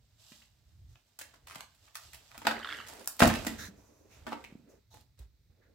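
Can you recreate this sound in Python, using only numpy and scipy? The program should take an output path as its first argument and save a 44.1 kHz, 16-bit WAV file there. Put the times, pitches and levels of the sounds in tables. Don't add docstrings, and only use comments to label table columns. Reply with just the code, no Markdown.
import sys
import numpy as np
from scipy import signal
from scipy.fft import rfft, irfft, next_fast_len
from scipy.io import wavfile
from scipy.ndimage import uniform_filter1d, map_coordinates

SR = 44100
rng = np.random.default_rng(int(sys.argv[2]) if len(sys.argv) > 2 else 0)


def store_wav(level_fs):
    pcm = np.round(np.clip(np.atleast_2d(level_fs), -1, 1) * 32767)
    wavfile.write(sys.argv[1], SR, pcm.T.astype(np.int16))


N = 253152

# frequency in Hz, density in dB per Hz.
RUMBLE_SPECTRUM = [(12, -53), (20, -22.5), (40, -4.5), (65, -2.5), (111, -6.5), (150, -16.5), (278, -36),
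                   (304, -34), (323, -32), (400, -39), (520, -63), (880, -120)]
HISS_SPECTRUM = [(120, -35.5), (200, -6.5), (236, -2.5), (375, -18), (419, -12), (503, -24.5),
                 (1110, -24.5), (2130, -13), (3020, -21.5), (3840, -11), (5550, -15.5), (6930, -20),
                 (10600, -26.5), (15000, -16), (16500, -27)]
# frequency in Hz, left-right coherence from 0 to 1.
COHERENCE = [(60, 0.94), (180, 0.72), (550, 0.34), (1650, 0.45), (4970, 0.15), (15000, 0.051)]
# frequency in Hz, left minus right in dB.
DIFFUSE_BALANCE = [(60, -2), (240, -2), (950, -0.5), (3770, -6), (15000, 1.5)]
# frequency in Hz, 60 dB decay time in s.
ROOM_DECAY = [(100, 0.73), (500, 0.32), (1400, 0.31), (4000, 0.29), (10000, 0.23)]
# frequency in Hz, width in Hz, lift in dB.
PANEL_MODES = [(227.4, 25, 9), (291.6, 34, 9.5), (560, 120, 3), (663, 150, 4.5), (849, 32, 5.5),
               (972, 60, 2), (1285, 240, 1), (1570, 140, 1.5), (1970, 160, 1.5), (2510, 87, 3),
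               (2898, 470, -1.5), (3600, 81, 1.5), (5020, 400, 1), (7560, 410, 5)]
# frequency in Hz, density in dB per Hz.
DRAG_SPECTRUM = [(120, -14.5), (200, -8), (311, -6.5), (440, 0), (600, -8), (800, -20.5), (1200, -42)]
RASP_SPECTRUM = [(350, -42), (600, -3), (1400, -4), (2700, -7), (4500, -33)]
FIBRE_SPECTRUM = [(1700, -41), (2800, 1.5), (5000, 0), (8300, -3.5), (11000, -33.5)]
FINE_SPECTRUM = [(6000, -41), (8800, 2), (12000, 7), (15500, 2), (16500, -19)]
# time in s, level in dB.
DRAG_LEVELS = [(0.0, -88.5), (1.01, -89.5), (1.47, -75), (1.65, -86), (2.4, -76.5), (2.54, -53.5),
               (3.21, -70.5), (3.37, -46.5), (3.71, -63.5), (4.06, -68), (4.49, -66.5), (4.94, -91),
               (5.5, -88.5), (5.74, -69.5)]
# time in s, level in dB.
RUSTLE_LEVELS = [(0.0, -80), (0.4, -76), (0.7, -80), (1.28, -77.5), (1.39, -79), (1.9, -71), (2.14, -64),
                 (2.38, -66), (2.64, -63), (2.88, -60.5), (3.15, -68.5), (3.32, -53), (3.5, -50),
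                 (3.68, -73.5), (4.03, -89), (4.33, -64.5), (4.7, -86), (5.74, -95)]
# start in s, length in s, rustle in dB, drag in dB.
STROKE_EVENTS = [(0.176, 0.33, -60.5, -90), (0.88, .14, -80, -85), (1.25, .17, -71.5, -78),
                 (1.5, .17, -69, -69), (1.806, .13, -70, -85), (1.997, .12, -59.5, -77.5),
                 (2.616, .25, -59.5, -59.5), (2.9, .19, -65, -55), (3.727, .38, -103, -70.5),
                 (4.092, .16, -69.5, -65), (4.65, 0.16, -85, -62), (4.903, .15, -71.5, -76.5),
                 (5.174, .1, -74.5, -75), (5.5, .24, -95.5, -75)]
# start in s, length in s, level in dB, low band in Hz,
# low band in dB, middle band in dB.
HUFF_EVENTS = [(0.88, 0.16, -75, 1500, -24, -17), (1.067, 0.097, -80, 1500, -17, -14),
               (3.579, 0.14, -42.5, 1690, 6.5, -0.5), (3.72, 0.66, -70.5, 980, 4.5, -26.5),
               (4.09, 0.18, -66, 2377, 4, -8), (4.685, 0.13, -70.5, 870, -4.5, -20),
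               (4.902, 0.16, -62.5, 845, 9.5, 4), (5.609, 0.13, -71.5, 1660, 25.5, 6)]
# frequency in Hz, level in dB, 60 dB decay time in s.
LOW_NOTES = [(59.4, -6.5, .18), (83, 0, .09), (130, -4, 0.092), (165, -2.5, .09), (198, -2, .08),
             (228.5, 1.5, 0.12), (294, -6.5, .06), (708, -3, 0.081), (861, -6.5, .1), (1090, -2, 0.023),
             (1370, -2.5, 0.021), (1593, 6.5, .027)]
# time in s, level in dB, pitch of the struck spot in Hz,
# reach in octaves, ring time as a multiple of the note's own.
THUMP_EVENTS = [(.318, -51.5, 210, 0.26, .6), (1.336, -41, 1310, 0.036, 0.33),
                (1.561, -49, 160, 0.363, 1.5), (1.6, -43, 1280, 0.08, 2.5),
                (2.467, -35.5, 231.4, 0.099, 2.1), (3.2204, -15.5, 450, 2.2, 1.17),
                (3.26, -17.5, 86.5, 0.86, 1.3), (3.47, -34.5, 199.4, 0.081, 1.08),
                (3.684, -34.5, 191, 0.058, 1.03), (4.269, -50, 224.7, .12, 2.7),
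                (4.322, -22, 960, .15, 0.95), (4.524, -38.5, 198, 0.14, 0.26),
                (4.553, -34.5, 230, 0.089, 0.2), (4.597, -45, 200, .12, .4), (4.638, -52, 155, 0.12, 0.46),
                (5.198, -29, 59.4, .15, 1.37), (5.497, -47, 71.8, .25, 1.4)]
# frequency in Hz, level in dB, 60 dB decay time in s.
FOLD_MODES = [(1610, 6, .012), (1860, -0.5, .012), (2680, -5, 0.0035), (3100, -1, 0.014),
              (4314, -6, 0.0095), (7000, -36, 0.0054)]
# time in s, level in dB.
PLACED_SLIPS = [(2.5433, -42), (2.5668, -33.5), (2.6162, -36.5), (2.6291, -33), (2.6466, -22.5),
                (2.6596, -33), (2.687, -31), (2.702, -25), (2.7209, -32.5), (2.7454, -40), (2.7773, -34),
                (2.8132, -30.5)]
# start in s, length in s, level in dB, crispness in dB.
RIP_EVENTS = [(1.187, 0.035, -51.5, -1.5), (1.468, 0.14, -55.5, -5.5), (1.945, 0.031, -51, 0),
              (2.119, 0.038, -56.5, -2.5), (2.309, 0.34, -59.5, -11), (2.726, 0.051, -58.5, -4),
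              (2.863, 0.026, -50, -2), (2.91, 0.14, -62.5, 2.5), (3.192, 0.068, -32, -6.5),
              (3.278, 0.034, -41, -10.5), (3.328, .03, -40, -10), (4.267, 0.056, -51.5, -13.5),
              (4.313, 0.028, -53.5, -15.5), (5.175, 0.045, -73, -6)]
# time in s, level in dB, weight of the box in dB,
# crispness in dB, ring frequency in Hz.
SNAP_EVENTS = [(0.3185, -51.5, -24, -14, 4000), (0.4187, -50.5, -38, -21, 2760),
               (0.9527, -54, -16.5, -24, 2900), (1.1896, -43, -28, 3, 1480), (1.2118, -39.5, -16, -8, 1820),
               (1.339, -50, -13, -14.5, 1320), (1.4702, -45, -52, -10, 1260),
               (1.508, -47.5, -35, -14, 1400), (1.5552, -38.5, -29, -13, 1390), (1.747, -65, -37, -5, 3880),
               (1.877, -53.5, -39, -54, 1520), (1.953, -35, -56, -7.5, 1230), (2.134, -46.5, -51, -6, 1720),
               (2.1441, -49, -22, -2, 3040), (2.2374, -88.5, -24, 20, 5430),
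               (2.351, -47.5, -25, -16.5, 695), (2.3764, -52, -0.5, -1.5, 1400),
               (2.4162, -45, -11.5, -18, 910), (2.45, -30.5, -8.5, -22.5, 1660),
               (2.4678, -19, -16.5, -19.5, 1660), (2.5103, -27.5, -21, -24, 1530),
               (2.8635, -49, -20, -15.5, 1853), (2.8876, -48.5, -17.5, -4, 829),
               (2.9302, -49.5, -18.5, -12, 777), (3.0081, -52, -11.5, -10.5, 873),
               (3.0587, -57, -27, 8.5, 813), (3.0749, -32.5, -29.5, 8, 1500), (3.12, -52.5, -20, 1, 4820),
               (3.167, -62.5, -0.5, 13.5, 1664), (3.1947, -26, -22, -5, 3890),
               (3.2036, -18, -11.5, -14.5, 1560), (3.2202, -13.5, -6.5, -23, 741),
               (3.232, -20.5, 3, -16, 705), (3.2476, -36, -6, -10, 703), (3.2708, -25.5, -6.5, -7.5, 729),
               (3.2892, -25.5, -13.5, -17.5, 3220), (3.2994, -27, -21.5, -26, 1780),
               (3.3513, -33, -11, -14, 2650), (3.4478, -45.5, -15.5, -9.5, 1510),
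               (3.466, -26, -3, -6.5, 2017), (4.2664, -34.5, -4.5, -24, 1415),
               (4.2788, -41, -6, -18.5, 1490), (4.3253, -31, -7.5, -27, 895), (4.4399, -37, -27, -19, 2350),
               (4.9409, -55, -4, -6.5, 810), (4.971, -65, 2.5, -3, 818), (5.007, -63, -26, -4, 4480),
               (5.1905, -61.5, 8.5, 1.5, 3850)]

RUMBLE_LEVEL_DB, RUMBLE_SWING_DB, RUMBLE_FROM_DRAG, HISS_DB = -63, 4.5, 0.18, -80
RASP_FROM_DRAG, RASP_DB, FINE_DB = 0.45, 0, -8.5
STROKE_SKEW, STROKE_POWER = 0.75, 1.1
NOSE_MID_HZ, NOSE_HIGH_HZ = 3870, 6200
CREAK_S, CREAK_LENGTH_S, RANDOM_SLIPS = 2.54, 0.33, 50
CREAK_DB, CREAK_SWELL_DB, SLIP_SCATTER_DB = -49.5, 19.5, 4.5
RIP_PANEL_DB, RIP_PANEL_PER_CRISP = -4, -1.1
SHARPNESS, SHARP_SCATTER, SHARP_PER_CRISP_DB = 0.43, 0.05, 0.08
FRAY_T60_S, FRAY_PER_DB = 0.038, 0.0413
PANEL_DB, PANEL_PER_OCTAVE_DB, PANEL_PER_WEIGHT = 7, -4.5, 0.065
SNAP_PAN_DB, PAN_SCATTER_DB = -1.5, 0.6
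TOP_HZ = 15900


def amp(db):
    return 10 ** (np.asarray(db) / 20)


def unit(x):
    return x / np.sqrt(np.mean(x ** 2) + 1e-20)


def along(points, hz):
    f, v = np.transpose(points)
    return np.interp(np.log(hz + 1), np.log(f + 1), v)


def level_curve(rows):
    s, db = np.transpose(rows)
    return np.interp(np.arange(N) / SR, s, db)


def wobble(rate):
    knots = rng.standard_normal(int(N * rate / SR) + 4)
    return map_coordinates(knots, [np.arange(N) * rate / SR])


def filtered(x, response):
    m = next_fast_len(N + SR // 2)
    return irfft(rfft(x, m) * response(np.fft.rfftfreq(m, 1 / SR)), m)[..., :N]


def panels_db(hz):
    return sum(db / (1 + (2 * (hz - c) / w) ** 2) for c, w, db in PANEL_MODES)


def minimum_phase(db):
    cepstrum = irfft(np.log(amp(db) + 1e-6))
    half = len(cepstrum) // 2
    cepstrum[1:half] *= 2
    cepstrum[half + 1:] = 0
    return irfft(np.exp(rfft(cepstrum)))


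def stereo_noise(colour_db, alike, grain_db, rate):
    grains = amp(grain_db * wobble(rate)) * rng.standard_normal((2, N))

    def response(hz):
        angle = np.arccos(np.clip(along(alike, hz), 0, 1)) / 2
        return amp(colour_db(hz)) * np.array([np.cos(angle), np.sin(angle)])

    mid, side = filtered(grains, response)
    return unit(np.array([mid + side, mid - side]))


def motion():
    t = np.arange(N) / SR
    drag = amp(level_curve(DRAG_LEVELS)) ** 2
    rustle = amp(level_curve(RUSTLE_LEVELS)) ** 2
    for s, length, rustle_db, drag_db in STROKE_EVENTS:
        way = np.clip((t - s) / length, 0, 1)
        swell = np.abs(np.sin(np.pi * way ** STROKE_SKEW)) ** (2 * STROKE_POWER)
        drag = drag + amp(drag_db) ** 2 * swell
        rustle = rustle + amp(rustle_db) ** 2 * swell
    return 10 * np.log10(drag), 10 * np.log10(rustle)


def quiet_room():
    drag_db = motion()[0]
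    rumble_db = RUMBLE_LEVEL_DB + RUMBLE_SWING_DB * wobble(4.4)
    rumble_db = rumble_db + RUMBLE_FROM_DRAG * (drag_db - drag_db.mean())
    rumble = stereo_noise(lambda hz: along(RUMBLE_SPECTRUM, hz), [(60, 0.91)], grain_db=3.5, rate=9.7)
    hiss_alike = [(300, 0.8), (3000, 0.3), (12000, 0.2)]
    hiss = stereo_noise(lambda hz: along(HISS_SPECTRUM, hz), hiss_alike, grain_db=0.7, rate=6)
    return amp(rumble_db) * rumble + amp(HISS_DB) * hiss


def room(x):
    out, step = np.zeros((2, N + 2 * SR)), SR // 4
    for start in range(0, N, step):
        hz, t, z = signal.stft(rng.standard_normal((2, SR // 2)), SR, nperseg=256)
        shared = np.clip(along(COHERENCE, hz), 0, 1)[:, None]
        z[1] = shared * z[0] + np.sqrt(1 - shared ** 2) * z[1]
        decay = amp(-60 * t / along(ROOM_DECAY, hz)[:, None])
        tail = signal.istft(z * decay, SR, nperseg=256)[1]
        tail = tail / np.linalg.norm(tail[0])
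        wet = signal.fftconvolve(x[None, start:start + step], tail, axes=1)
        out[:, start + 130:][:, :wet.shape[1]] += wet
    return out[:, :N]


def rubbing():
    drag_db, fibre_db = motion()
    rasp_db = RASP_DB + RASP_FROM_DRAG * drag_db + (1 - RASP_FROM_DRAG) * fibre_db
    stroke = wobble(25)

    def layer(level_db, spectrum, panels, grain_db, rate):
        colour = lambda hz: along(spectrum, hz) + panels * panels_db(hz)
        return amp(level_db) * stereo_noise(colour, COHERENCE, grain_db, rate)

    drag = layer(drag_db + 0.6 * stroke, DRAG_SPECTRUM, panels=1, grain_db=3.0, rate=53)
    rasp = layer(rasp_db + 0.81 * stroke, RASP_SPECTRUM, panels=1, grain_db=1, rate=84)
    fibre = layer(fibre_db + 1.3 * stroke, FIBRE_SPECTRUM, panels=1, grain_db=2.0, rate=700)
    fine = layer(fibre_db + FINE_DB + 1.4 * stroke, FINE_SPECTRUM, panels=0, grain_db=1.0, rate=300)
    return drag + rasp + fibre + fine


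def huffs():
    out, t = np.zeros((2, N)), np.arange(N) / SR
    for s, length, db, low_hz, low_db, mid_db in HUFF_EVENTS:
        bands = [(low_hz, low_db, 0.42), (NOSE_MID_HZ, mid_db, 0.18), (NOSE_HIGH_HZ, 0, 0.33), (13000, -10, 0.6)]

        def colour(hz):
            return 20 * np.log10(sum(amp(g) / (1 + (2 * (hz / c - 1) / w) ** 2) for c, g, w in bands))

        way = np.clip((t - s) / length, 0, 1)
        swell = np.sin(np.pi * way ** 0.5) ** 1.7
        out += amp(db) * swell * stereo_noise(colour, COHERENCE, grain_db=2.0, rate=30)
    return out


def thumps():
    out, t = np.zeros(N + SR), np.arange(SR // 2) / SR
    hz, level_db, t60 = np.transpose(LOW_NOTES)[..., None]
    for s, db, spot_hz, reach, ring in THUMP_EVENTS:
        near = np.exp(-0.5 * (np.log2(hz / spot_hz) / max(reach, 0.03)) ** 2)
        decay = amp(level_db - 60 * t / (t60 * max(ring, 0.1)))
        rise = 1 - np.exp(-t * hz / 0.16)
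        notes = np.sin(2 * np.pi * hz * t) * decay * rise
        out[round(s * SR):][:len(t)] += amp(db) * (near * notes).sum(axis=0)
    return out[:N]


def creak():
    out, t = np.zeros(N), np.arange(1024) / SR
    way = (np.arange(RANDOM_SLIPS) + rng.random(RANDOM_SLIPS)) / RANDOM_SLIPS
    slip_db = CREAK_DB + CREAK_SWELL_DB * np.sin(np.pi * way)
    slip_db = slip_db + SLIP_SCATTER_DB * rng.standard_normal(RANDOM_SLIPS)
    random_slips = zip(CREAK_S + CREAK_LENGTH_S * way, slip_db)
    rise = 1 - np.exp(-t / 0.00066)
    for s, db in [*PLACED_SLIPS, *random_slips]:
        ring = np.zeros(len(t))
        for hz, level_db, t60 in FOLD_MODES:
            decay = amp(level_db + rng.normal(0, 2.5) - 60 * t / t60)
            ring += decay * np.sin(2 * np.pi * hz * rng.normal(1, 0.11) * t)
        out[round(s * SR):][:len(t)] += amp(db) * ring * rise / np.sqrt(len(FOLD_MODES))
    return out


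def rips():
    out, t = np.zeros((2, N)), np.arange(N) / SR
    for s, length, db, crisp_db in RIP_EVENTS:
        panel_db = RIP_PANEL_DB + RIP_PANEL_PER_CRISP * crisp_db
        points = [(200, panel_db - 27.0), (900, panel_db), (2700, 0.0018),
                  (9500, crisp_db), (16000, crisp_db - 9.0)]
        colour = lambda hz: along(points, hz) + 0.2 * panels_db(hz)
        onset = np.clip((t - s) / 0.0023, 0, 1)
        release = amp(-60 * np.clip(t - s - length, 0, None) / 0.044)
        out += amp(db) * onset * release * stereo_noise(colour, COHERENCE, grain_db=7.5, rate=480)
    return out


def snaps():
    out, t = np.zeros((2, N + SR)), np.arange(8192) / SR
    hz = np.fft.rfftfreq(4096, 1 / SR)
    alike = along(COHERENCE, hz)
    side_db = 10 * np.log10(np.clip(1 - alike, 0.01, 1) / (1 + np.clip(alike, 0, 1)))
    for s, db, body_db, crisp_db, ring_hz in SNAP_EVENTS:
        noise, luck = rng.standard_normal((3, len(t))), rng.standard_normal(2)
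        ragged = amp(5.0 * unit(uniform_filter1d(noise[2], size=40)))

        sharp = SHARPNESS + SHARP_SCATTER * luck[0] + SHARP_PER_CRISP_DB * max(crisp_db, 0)
        sharp = np.clip(sharp, 0, 0.9)
        rise = 1 - np.exp(-t / (0.00033 + 0.0048 * (1 - sharp) ** 3))
        spike = 4.6 * sharp ** 2 * amp(-60 * t / 0.0038)
        fray_t60 = FRAY_T60_S * amp(FRAY_PER_DB * (db + 40))
        fray = 2.02 * (1 - sharp) * ragged * amp(-60 * t / fray_t60)
        burst = noise[:2] * rise * (spike + fray)

        panel_db = PANEL_DB + PANEL_PER_OCTAVE_DB * np.log2(ring_hz / 1e3) + PANEL_PER_WEIGHT * body_db
        points = [(60, body_db + 2), (280, body_db + 13), (900, panel_db), (2700, 0.0042),
                  (9500, crisp_db + 2.5), (16000, crisp_db + 1)]
        ring_db = 7 / (1 + (2 * (hz / ring_hz - 1) / 0.3) ** 2)
        colour_db = along(points, hz) + panels_db(hz) + ring_db

        mid = signal.fftconvolve(burst[0], minimum_phase(colour_db)[:2048])[:len(t)]
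        side = signal.fftconvolve(burst[1], minimum_phase(colour_db + side_db)[:2048])[:len(t)]
        pan_db = SNAP_PAN_DB + PAN_SCATTER_DB * luck[1]
        gain = amp(db + pan_db * np.array([[0.5], [-0.5]]))
        out[:, round(s * SR):][:, :len(t)] += gain * np.array([mid + side, mid - side])
    return out[:, :N]


def scene():
    breaks, blows, fold, tears, air = snaps(), thumps(), creak(), rips(), huffs()
    tail = room((breaks + tears + 0.21 * air).mean(axis=0) + 0.36 * blows + 0.6 * fold)
    spread = amp(-1.5) * tail + blows + fold + tears + rubbing() + air + quiet_room()
    halves = np.array([[0.5], [-0.5]])
    return breaks + filtered(spread, lambda hz: amp(along(DIFFUSE_BALANCE, hz) * halves))


def record(dry):
    return filtered(dry, lambda hz: (hz < TOP_HZ) * (1j * hz / (30 + 1j * hz)) ** 4)


dry = scene()
out = record(dry)
store_wav(out)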